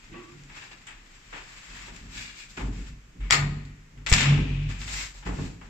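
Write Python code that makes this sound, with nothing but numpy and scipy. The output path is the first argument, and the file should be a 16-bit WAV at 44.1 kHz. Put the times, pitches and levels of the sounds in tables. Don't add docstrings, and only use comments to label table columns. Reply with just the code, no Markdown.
import sys
import numpy as np
from scipy import signal
from scipy.fft import rfft, irfft, next_fast_len
from scipy.io import wavfile
from scipy.ndimage import map_coordinates

SR = 44100
rng = np.random.default_rng(int(sys.argv[2]) if len(sys.argv) > 2 else 0)


def inscribe(sig):
    pcm = np.round(np.clip(np.atleast_2d(sig).T, -1, 1) * 32767)
    wavfile.write(sys.argv[1], SR, pcm.astype(np.int16))


N = 250929
EVENT_T = np.arange(SR * 3 // 2) / SR


# start_s, level_db, tilt_db_per_octave, crack_db
LATCH_HITS = [(.436, -61, 7.5, 11), (1.9635, -59, 4, 16.5), (4.0635, -31, -1, 0.5), (4.069, -34.5, -3, 7.5),
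              (4.089, -35, 4.5, 1), (4.097, -30, 14.5, -8), (4.1165, -27, -5.5, 5), (4.1265, -20.5, 3, 8),
              (4.129, -32, -0.5, 10.5), (4.1378, -26.5, -0.5, 16.5), (4.162, -27, 3, -2.5),
              (4.181, -24.5, 1, -6), (4.699, -45, -4.5, -10), (4.816, -43, -1.5, 6), (4.878, -39, -1.5, -4),
              (5.148, -56, -8.5, -6)]
# freq_hz, level_db
LATCH_CLANG = [(60, -26), (250, -15), (550, -14), (900, -4), (1400, -3), (2300, 3.5), (3200, 0.5),
               (4800, -4), (6300, -7), (7400, -1), (9000, -10.5), (15000, -17)]
# pitch_hz, width_hz, level_db
BOLT_MODES = [(1296, 30, -5), (1780, 32, 2.5), (2046, 50, -1.5), (2270, 27, 0), (2540, 29, -6),
              (2680, 29, 1.5), (3414, 39, -5), (3580, 100, -2.5), (5050, 25, -6), (5350, 76, 0.5),
              (5720, 87, -5), (6960, 98, -2)]
# pitch_hz, level_db, t60_s (capped in after_ring)
BOLT_TONES = [(2220, -2, 0.67), (2495, -5.5, 0.57), (2620, -9, .5), (2780, -11, 0.54), (3440, -15, .45),
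              (7000, 0.5, 0.33), (7440, 4, 0.23)]

def latch():
    slam = steel_hits(LATCH_HITS + rattle(), BOLT_MODES, LATCH_CLANG, stairs_db=-14)
    return slam + after_ring(4.1275, BOLT_TONES, level_db=-28.5)


def rattle(start_s=4.206, first_gap_s=0.0235, gap_growth=1.19, loss_db=3.5):
    gaps = first_gap_s * gap_growth ** np.arange(5)
    starts = start_s + np.r_[0, np.cumsum(gaps)]
    return [(start, -23.5 - loss_db * i, -1 - i, 3) for i, start in enumerate(starts)]


# start_s, level_db, tilt_db_per_octave, crack_db
LEAF_HITS = [(3.302, -35.5, -3, -11), (3.308, -22, 1.5, 9.5), (3.3105, -31, -2, 2), (3.3222, -24, 1.5, 5.5),
             (3.3245, -21.5, 3.5, 4.5), (3.331, -27.5, -4, 4), (3.338, -30, -6, 10.5),
             (3.424, -41.5, -7, 5), (3.652, -60, 6, 5)]
# freq_hz, level_db
LEAF_CLACK = [(60, -6), (250, -11), (550, -10.5), (850, -0.5), (1150, -0.5), (1550, -1), (2300, 6),
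              (3200, 0.5), (4400, 0.5), (5400, -3), (6200, -7.5), (7400, -1.5), (9000, -8.5),
              (15000, -13.5)]
# pitch_hz, width_hz, level_db
LEAF_MODES = [(960, 22, -22), (1240, 55, 3.5), (1462, 53, 0), (1855, 134, 5.5), (2250, 71, -8),
              (3500, 35, -7), (4460, 170, -0.5), (4460, 37, -5.5), (5560, 30, -8), (6920, 100, 3.5),
              (7350, 150, -2)]
# pitch_hz, level_db, t60_s
LEAF_TONES = [(1020, -8, 0.25), (1267, 8.5, 0.15), (1854, 0, 0.24), (1925, -1, .32), (2090, 1.5, 0.23),
              (2210, -3, 0.33), (4380, -3, 0.13), (5100, -4, .18)]

def leaf():
    clacks = steel_hits(LEAF_HITS, LEAF_MODES, LEAF_CLACK, stairs_db=-17.5)
    return clacks + after_ring(3.322, LEAF_TONES, level_db=-25.5)


def steel_hits(hits, modes, spectrum, stairs_db, crack_left_db=5.5):
    out = np.zeros((2, N))
    pan = amp([[crack_left_db / 2], [-crack_left_db / 2]])
    for start, db, tilt_db, crack_db in hits:
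        noise = rng.standard_normal(len(EVENT_T)) + 0.68 * diffuse(len(EVENT_T))
        crack = amp(crack_db) * decay(0.013) * noise * pan
        add(out, start, amp(db) * coloured(crack + echoes(stairs_db), spectrum, tilt_db))
    return metallic(out, modes)


def after_ring(start, tones, level_db, max_t60_s=0.5):
    out = np.zeros((2, N))
    for hz, db, t60 in tones:
        phase = rng.uniform(0, 2 * np.pi, (2, 1))
        tone = np.sin(2 * np.pi * hz * EVENT_T + phase)
        add(out, start, amp(level_db + db) * decay(min(t60, max_t60_s)) * tone)
    return out


# time_s, level_db
SPRING_ENVELOPE = [(4.12, -70), (4.15, -39.5), (4.3, -32), (4.45, -42), (4.65, -46.5), (4.85, -55),
                   (5.1, -72)]
# freq_hz, level_db
SPRING_ZING = [(500, -9), (1300, -13.5), (1900, -7.5), (2550, 2), (2950, -3), (3600, -9.5), (4500, -17),
               (7500, -23.5), (15000, -32)]

def spring():
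    shiver = amp(0.56 * wobble(60))
    return envelope(SPRING_ENVELOPE) * unit(shiver * rush(SPRING_ZING))


# start_s, rise_s, hold_s, t60_s, sway_db, boom_db, drum_db
JOLTS = [(0.022, 0.12, .03, 1, -68, -60.5, -48), (0.286, 0.071, 0.045, 1, -64, -50.5, -53.5),
         (1.315, .02, 0.026, 0.58, -61, -64, -65), (1.62, 0.12, 0.25, .8, -49.5, -65, -57.5),
         (1.89, .035, 0.015, 0.36, -50, -64, -49.5), (1.977, 0.087, 0.02, 0.58, -43, -63, -49),
         (2.118, 0.066, 0.052, 0.49, -48, -62, -50.5), (2.558, 0.041, .03, .5, -38, -57, -40.5),
         (2.596, .05, 0.046, 0.45, -28, -61, -38), (2.727, 0.054, 0.023, 0.53, -33.5, -63, -43),
         (2.873, 0.036, .02, 0.42, -41.5, -48.5, -55), (3.142, 0.024, .03, .5, -61, -69.5, -49.5),
         (3.18, 0.056, 0.034, 0.29, -29, -48, -45.5), (3.302, 0.027, 0.061, .6, -48, -32.5, -37.5),
         (3.329, .11, .03, 0.69, -34, -25.5, -37), (3.47, .03, 0.027, 0.86, -35, -43, -41.5),
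         (3.902, 0.075, .08, 0.69, -45, -50.5, -54), (4.04, 0.065, .02, .4, -38, -50.5, -48),
         (4.107, 0.014, 0.017, 1, -29, -28.5, -29.5), (4.187, 0.14, 0.027, .42, -30.5, -16.5, -30),
         (4.34, 0.057, 0.019, 0.67, -27.5, -33, -28), (4.465, 0.055, 0.15, 0.19, -30, -27, -50),
         (4.641, 0.062, 0.009, 0.34, -27.5, -44, -43.5), (4.768, 0.037, 0.077, 0.45, -35.5, -45.5, -49.5),
         (4.872, 0.061, .03, 0.66, -35.5, -51.5, -55), (5.124, 0.049, 0.048, 0.54, -44.5, -59, -63),
         (5.243, .04, 0.038, 0.53, -30, -55, -35.5), (5.357, 0.052, .01, .25, -48, -30, -33),
         (5.413, 0.037, 0.022, 0.44, -41, -51, -34.5), (5.59, 0.055, .03, 1, -48, -60, -52.5)]
# pitch_hz, width_hz, level_db
PANEL_MODES = [(121.6, 29, -5.5), (177.4, 14.5, 4.5), (216.7, 9.2, -0.5), (239.3, 15.3, 1), (271.8, 9, -4),
               (355.5, 30, -14.5), (395.5, 11, -13)]
# freq_hz, level_db
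FRAME_RUMBLE = [(12, -14), (30, 4.5), (70, 0.5), (120, 5), (200, -17.5), (400, -31), (1000, -89)]

def cabin(sway_stretch=1.24):
    start, rise, hold, t60, sway_db, boom_db, drum_db = np.transpose(JOLTS)
    sway = swells(zip(start, rise, hold, sway_stretch * t60, sway_db))
    boom = swells(zip(start, rise, hold, t60, boom_db))
    drum = swells(zip(start, rise, hold, t60, drum_db))
    panel_response = lambda hz: resonances(PANEL_MODES, hz) / (1 + (hz / 480) ** 4)
    panels = drum * unit(filtered(diffuse(N), panel_response))
    roof = np.sqrt(sway * boom) * cabin_mode(hz=95.8, drift_hz=4.33)
    frame = np.sqrt(sway * drum) * rush(FRAME_RUMBLE)
    floor = sway * cabin_mode(hz=47.8, drift_hz=2.98)
    air = boom * cabin_mode(hz=143.9, drift_hz=3.67)
    return amp(-2.5) * floor + amp(-2) * air + amp(-8.5) * roof + amp(-1.5) * panels + amp(-6.5) * frame


def cabin_mode(hz, drift_hz):
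    return unit(amp(1.47 * wobble(22)) * sine(hz + drift_hz * wobble(18)))


def air_push(start_s=4.1216, dip_s=0.0025):
    out = np.zeros((2, N))
    age = EVENT_T / dip_s
    add(out, start_s, age * (amp(-15.5) * np.exp(-age / 1.8) - amp(3) * np.exp(-age)))
    return out


# start_s, level_db, tilt_db_per_octave
KNOCKS = [(0.141, -46.5, -6.5), (.495, -50.5, 1.5), (0.561, -50, 5.5), (.62, -49.5, 2), (.713, -52, -3.5),
          (.868, -42.5, 9), (1.326, -39.5, -1.5), (1.356, -52, -4.5), (1.88, -48, -3.5), (2.573, -36.5, 0),
          (2.6, -37.5, -5.5), (3.204, -52, 4), (3.973, -56, 3.5), (5.225, -48, 1), (5.262, -35, -2.5),
          (5.286, -38, -9.5), (5.384, -39.5, -7), (5.436, -56, 0), (5.612, -47, -0.5)]
# freq_hz, level_db
KNOCK_THUD = [(50, -14.5), (250, -1), (400, 2.5), (560, -5), (850, 3), (1400, 1.5), (2200, 0.5), (3400, -7),
              (4200, -21.5), (6000, -26), (7500, -15), (15000, -42.5)]
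# pitch_hz, width_hz, level_db
SHEET_MODES = [(847, 26, -9), (1760, 50, -4), (2030, 50, -19), (2473, 27, -9), (2637, 59, -3),
               (3660, 80, -9), (4840, 54, 0), (5500, 74, -4)]

def knocks(attack_s=0.002):
    out = np.zeros((2, N))
    attack = 1 - np.exp(-EVENT_T / attack_s)
    for start, db, tilt_db in KNOCKS:
        contact = amp(3.5) * decay(0.064) * diffuse(len(EVENT_T))
        knock = attack * (contact + echoes(stairs_db=-23))
        add(out, start, amp(db) * coloured(knock, KNOCK_THUD, tilt_db))
    return amp(-1) * metallic(out, SHEET_MODES)


# start_s, rise_s, hold_s, t60_s, rub_db, hiss_db
STROKES = [(0, 0.024, 0.024, .4, -60.5, -78), (0.108, 0.027, .03, .7, -51, -72),
           (0.468, 0.055, 0.036, .5, -51, -59), (0.523, 0.043, 0.086, 0.39, -49, -54),
           (0.71, .006, 0.011, 0.25, -52.5, -61), (.86, .03, 0.023, 0.47, -47.5, -63),
           (1.316, 0.025, 0.035, 0.43, -43.5, -55), (1.645, 0.13, 0.062, .6, -47.5, -51),
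           (2.077, .11, 0.028, 0.51, -46, -42.5), (2.33, 0.06, 0.041, 0.26, -53.5, -49),
           (2.48, 0.023, .015, 0.27, -57.5, -51.5), (2.565, .01, 0.012, 0.56, -44.5, -48),
           (2.691, 0.052, 0.13, .45, -54, -55.5), (3.192, 0.032, 0.061, .5, -52.5, -65.5),
           (4.677, .02, 0.022, 0.97, -46.5, -50), (4.775, 0.036, 0.1, 0.48, -48, -44),
           (4.819, .15, 0.069, 0.32, -40.5, -36.5), (5.135, 0.01, 0.012, 0.56, -53.5, -49),
           (5.247, 0.011, .015, 0.63, -45, -48.5), (5.28, .14, 0.034, 0.45, -48, -48),
           (5.605, 0.039, .01, .3, -58, -60)]
# time_s, level_db
ARM_DRAG = [(0, -58.5), (1.05, -60), (1.35, -54.5), (1.75, -49), (2.1, -54.5), (2.6, -61), (3.1, -79)]
# freq_hz, level_db
CLOTH_RUB = [(150, -9.5), (500, -14), (1100, -5.5), (2200, -1), (3200, -6.5), (4500, -19.5), (15000, -41)]
# freq_hz, level_db
CLOTH_HISS = [(1000, -29.5), (2800, -4.5), (4200, 1), (6200, -1.5), (7500, 5), (9000, -6.5), (15000, -2.5)]

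def sleeve():
    start, rise, hold, t60, rub_db, hiss_db = np.transpose(STROKES)
    drag = envelope(ARM_DRAG)
    rub = np.hypot(swells(zip(start, rise, hold, t60, rub_db)), drag)
    hiss = np.hypot(swells(zip(start, rise, hold, t60, hiss_db)), amp(-2) * drag)
    catches = unit(amp(1.35 * wobble(45) + 0.39 * wobble(600)))
    friction = rub * rush(CLOTH_RUB) + amp(2.5) * hiss * rush(CLOTH_HISS)
    return metallic(catches * friction, SHEET_MODES)


# start_s, rise_s, hold_s, t60_s, level_db
SCRAPES = [(.54, 0.058, .06, .3, -52), (.712, 0.0044, 0.017, 0.33, -51.5), (2.11, 0.1, 0.048, 0.49, -41.5),
           (2.35, 0.061, .02, 0.25, -46.5), (4.9, 0.09, 0.047, 0.3, -47)]
# pitch_hz, width_hz, level_db
HANDLE_MODES = [(1720, 33, 0), (2395, 230, -1), (2770, 57, -2), (3390, 60, -2.5), (3830, 63, -6.5),
                (4270, 42, -7.5), (4720, 58, -6)]

def handle():
    slips = unit(amp(1.5 * wobble(60) + 3 * wobble(500)) * diffuse(N))
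    return swells(SCRAPES) * unit(filtered(slips, lambda hz: resonances(HANDLE_MODES, hz)))


# start_s, length_s, pitch_hz, level_db, waver_ratio
SQUEAKS = [(.11, 0.27, 324, -50.5, 0.12), (.135, 0.21, 1153, -53.5, 0.0091), (0.134, 0.077, 2620, -53, .03),
           (.137, 0.065, 1910, -54.5, .03), (3.206, 0.15, 2180, -55, 0.022), (4.94, 0.14, 2128, -43, 0.011)]

def hinge(attack_s=0.0089, roughness=0.041):
    dry = np.zeros((1, N))
    for start, length, hz, db, waver in SQUEAKS:
        pitch = hz * (1 + waver * wobble(60.5) + roughness * wobble(403))
        swell = (1 - np.exp(-EVENT_T / attack_s)) * np.sqrt(np.clip(1 - EVENT_T / length, 0, 1))
        add(dry, start, amp(db) * swell * sine(pitch[:len(EVENT_T)]))
    room = echoes(stairs_db=-24) * decay(0.71)
    wet = signal.fftconvolve(dry, room / np.linalg.norm(room[0]), axes=1)[:, :N]
    return 1.33 * dry + wet


# freq_hz, t60_s
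CABIN_DECAY = [(100, 0.13), (600, 0.54), (2000, 0.3), (4500, 0.24), (8000, 0.22), (15000, 0.3)]
# freq_hz, t60_s
STAIRS_DECAY = [(100, 0.76), (1000, 0.98), (2500, 0.94), (5000, 0.63), (15000, 0.51)]

def echoes(stairs_db):
    hz, t, spectra = signal.stft(diffuse(len(EVENT_T)), SR, nperseg=256)
    fade = lambda t60s: amp(-60 * t / along(t60s, hz)[:, None])
    tail = np.hypot(fade(CABIN_DECAY), amp(stairs_db) * fade(STAIRS_DECAY))
    return signal.istft(spectra * tail, SR, nperseg=256)[1][:, :len(EVENT_T)]


# freq_hz, level_db
BUILDING_HUSH = [(15, -4), (33, 17.5), (60, -1), (130, 3), (300, -5), (600, -14), (2200, -9), (4000, -19),
                 (7500, -17), (15000, -16)]

def building(hum_hz=32.5, hum_db=-59.5, hush_db=-53.5):
    hum = unit(sine(hum_hz + 1.2 * wobble(3.9)))
    return amp(hum_db) * hum + amp(hush_db) * rush(BUILDING_HUSH)


# freq_hz, correlation
STEREO_LIKENESS = [(100, .99), (180, 0.94), (300, 0.82), (500, 0), (15000, 0.022)]

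def diffuse(n):
    def mid_side(hz):
        angle = np.arccos(np.clip(along(STEREO_LIKENESS, hz), -1, 1)) / 2
        return np.array([np.cos(angle), np.sin(angle)])
    mid, side = filtered(rng.standard_normal((2, n)), mid_side)
    return np.array([mid + side, mid - side])


def rush(spectrum):
    return unit(filtered(diffuse(N), lambda hz: amp(along(spectrum, hz))))


def resonances(modes, hz):
    return sum(amp(db) * 1j * hz * width / (pitch ** 2 - hz ** 2 + 1j * hz * width)
               for pitch, width, db in modes)


def metallic(x, modes):
    return filtered(x, lambda hz: 1 + resonances(modes, hz))


def filtered(x, response):
    n = x.shape[-1]
    size = next_fast_len(n + SR // 4)
    return irfft(rfft(x, size) * response(np.fft.rfftfreq(size, 1 / SR)), size)[..., :n]


def coloured(x, spectrum, tilt_db, size=2048):
    hz = np.fft.rfftfreq(size, 1 / SR)
    gain = amp(along(spectrum, hz) + tilt_db * np.log2(np.clip(hz, 500, 8000) / 2500))
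    gain /= np.sqrt(np.mean(gain ** 2 * (hz < 8000)))
    cepstrum = irfft(np.log(gain))
    fold = np.r_[1, np.full(size // 2 - 1, 2), np.zeros(size // 2)]
    impulse = irfft(np.exp(rfft(cepstrum * fold)))
    return signal.fftconvolve(x, impulse[None], axes=1)[:, :x.shape[1]]


def swells(events):
    power = np.zeros((1, N))
    for start, rise, hold, t60, db in events:
        attack = np.sin(np.pi / 2 * np.minimum(EVENT_T / rise, 1)) ** 2
        release = np.exp(-np.log(1000) * np.maximum(EVENT_T - rise - hold, 0) / t60)
        add(power, start, (amp(db) * attack * release) ** 2)
    return np.sqrt(power[0])


def envelope(points):
    times, db = np.transpose(points)
    return amp(np.interp(np.arange(N) / SR, times, db, left=-np.inf, right=-np.inf))


def decay(t60):
    return np.exp(-np.log(1000) * EVENT_T / t60)


def wobble(rate):
    return map_coordinates(rng.standard_normal(int(N * rate / SR) + 4), [np.arange(N) * rate / SR])


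def sine(pitch_hz):
    return np.sin(2 * np.pi * np.cumsum(pitch_hz) / SR)


def along(points, hz):
    freqs, values = np.transpose(points)
    return np.interp(np.log(hz + 1), np.log(freqs + 1), values)


def amp(db):
    return 10 ** (np.asarray(db) / 20)


def unit(x):
    return x / np.sqrt(np.mean(x ** 2) + 1e-20)


def add(track, start_s, sound):
    part = track[:, round(start_s * SR):][:, :sound.shape[-1]]
    part += sound[..., :part.shape[1]]


# freq_hz, left_minus_right_db
DOOR_PAN = [(450, -5), (1000, 1.5), (2000, 9), (4000, 6.5), (7500, 0), (12000, 0.5)]

def scene():
    def to_left(x, share):
        return filtered(x, lambda hz: amp(np.outer([share, -share], along(DOOR_PAN, hz)) / 2))
    door = to_left(leaf() + latch() + spring(), share=0.61)
    foley = to_left(knocks() + sleeve() + handle() + hinge(), share=0.57)
    return door + foley + cabin() + air_push() + building()


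# freq_hz, gain_db
MIC_EQ = [(7700, 0), (8200, -12.5), (8800, -17.5), (10000, -22), (11000, -15.5), (15000, -22)]

def record(dry, top_hz=15600):
    dulled = filtered(dry, lambda hz: amp(along(MIC_EQ, hz)))
    return filtered(np.clip(dulled, -1, 1), lambda hz: hz < top_hz)


dry = scene()
out = record(dry)
inscribe(out)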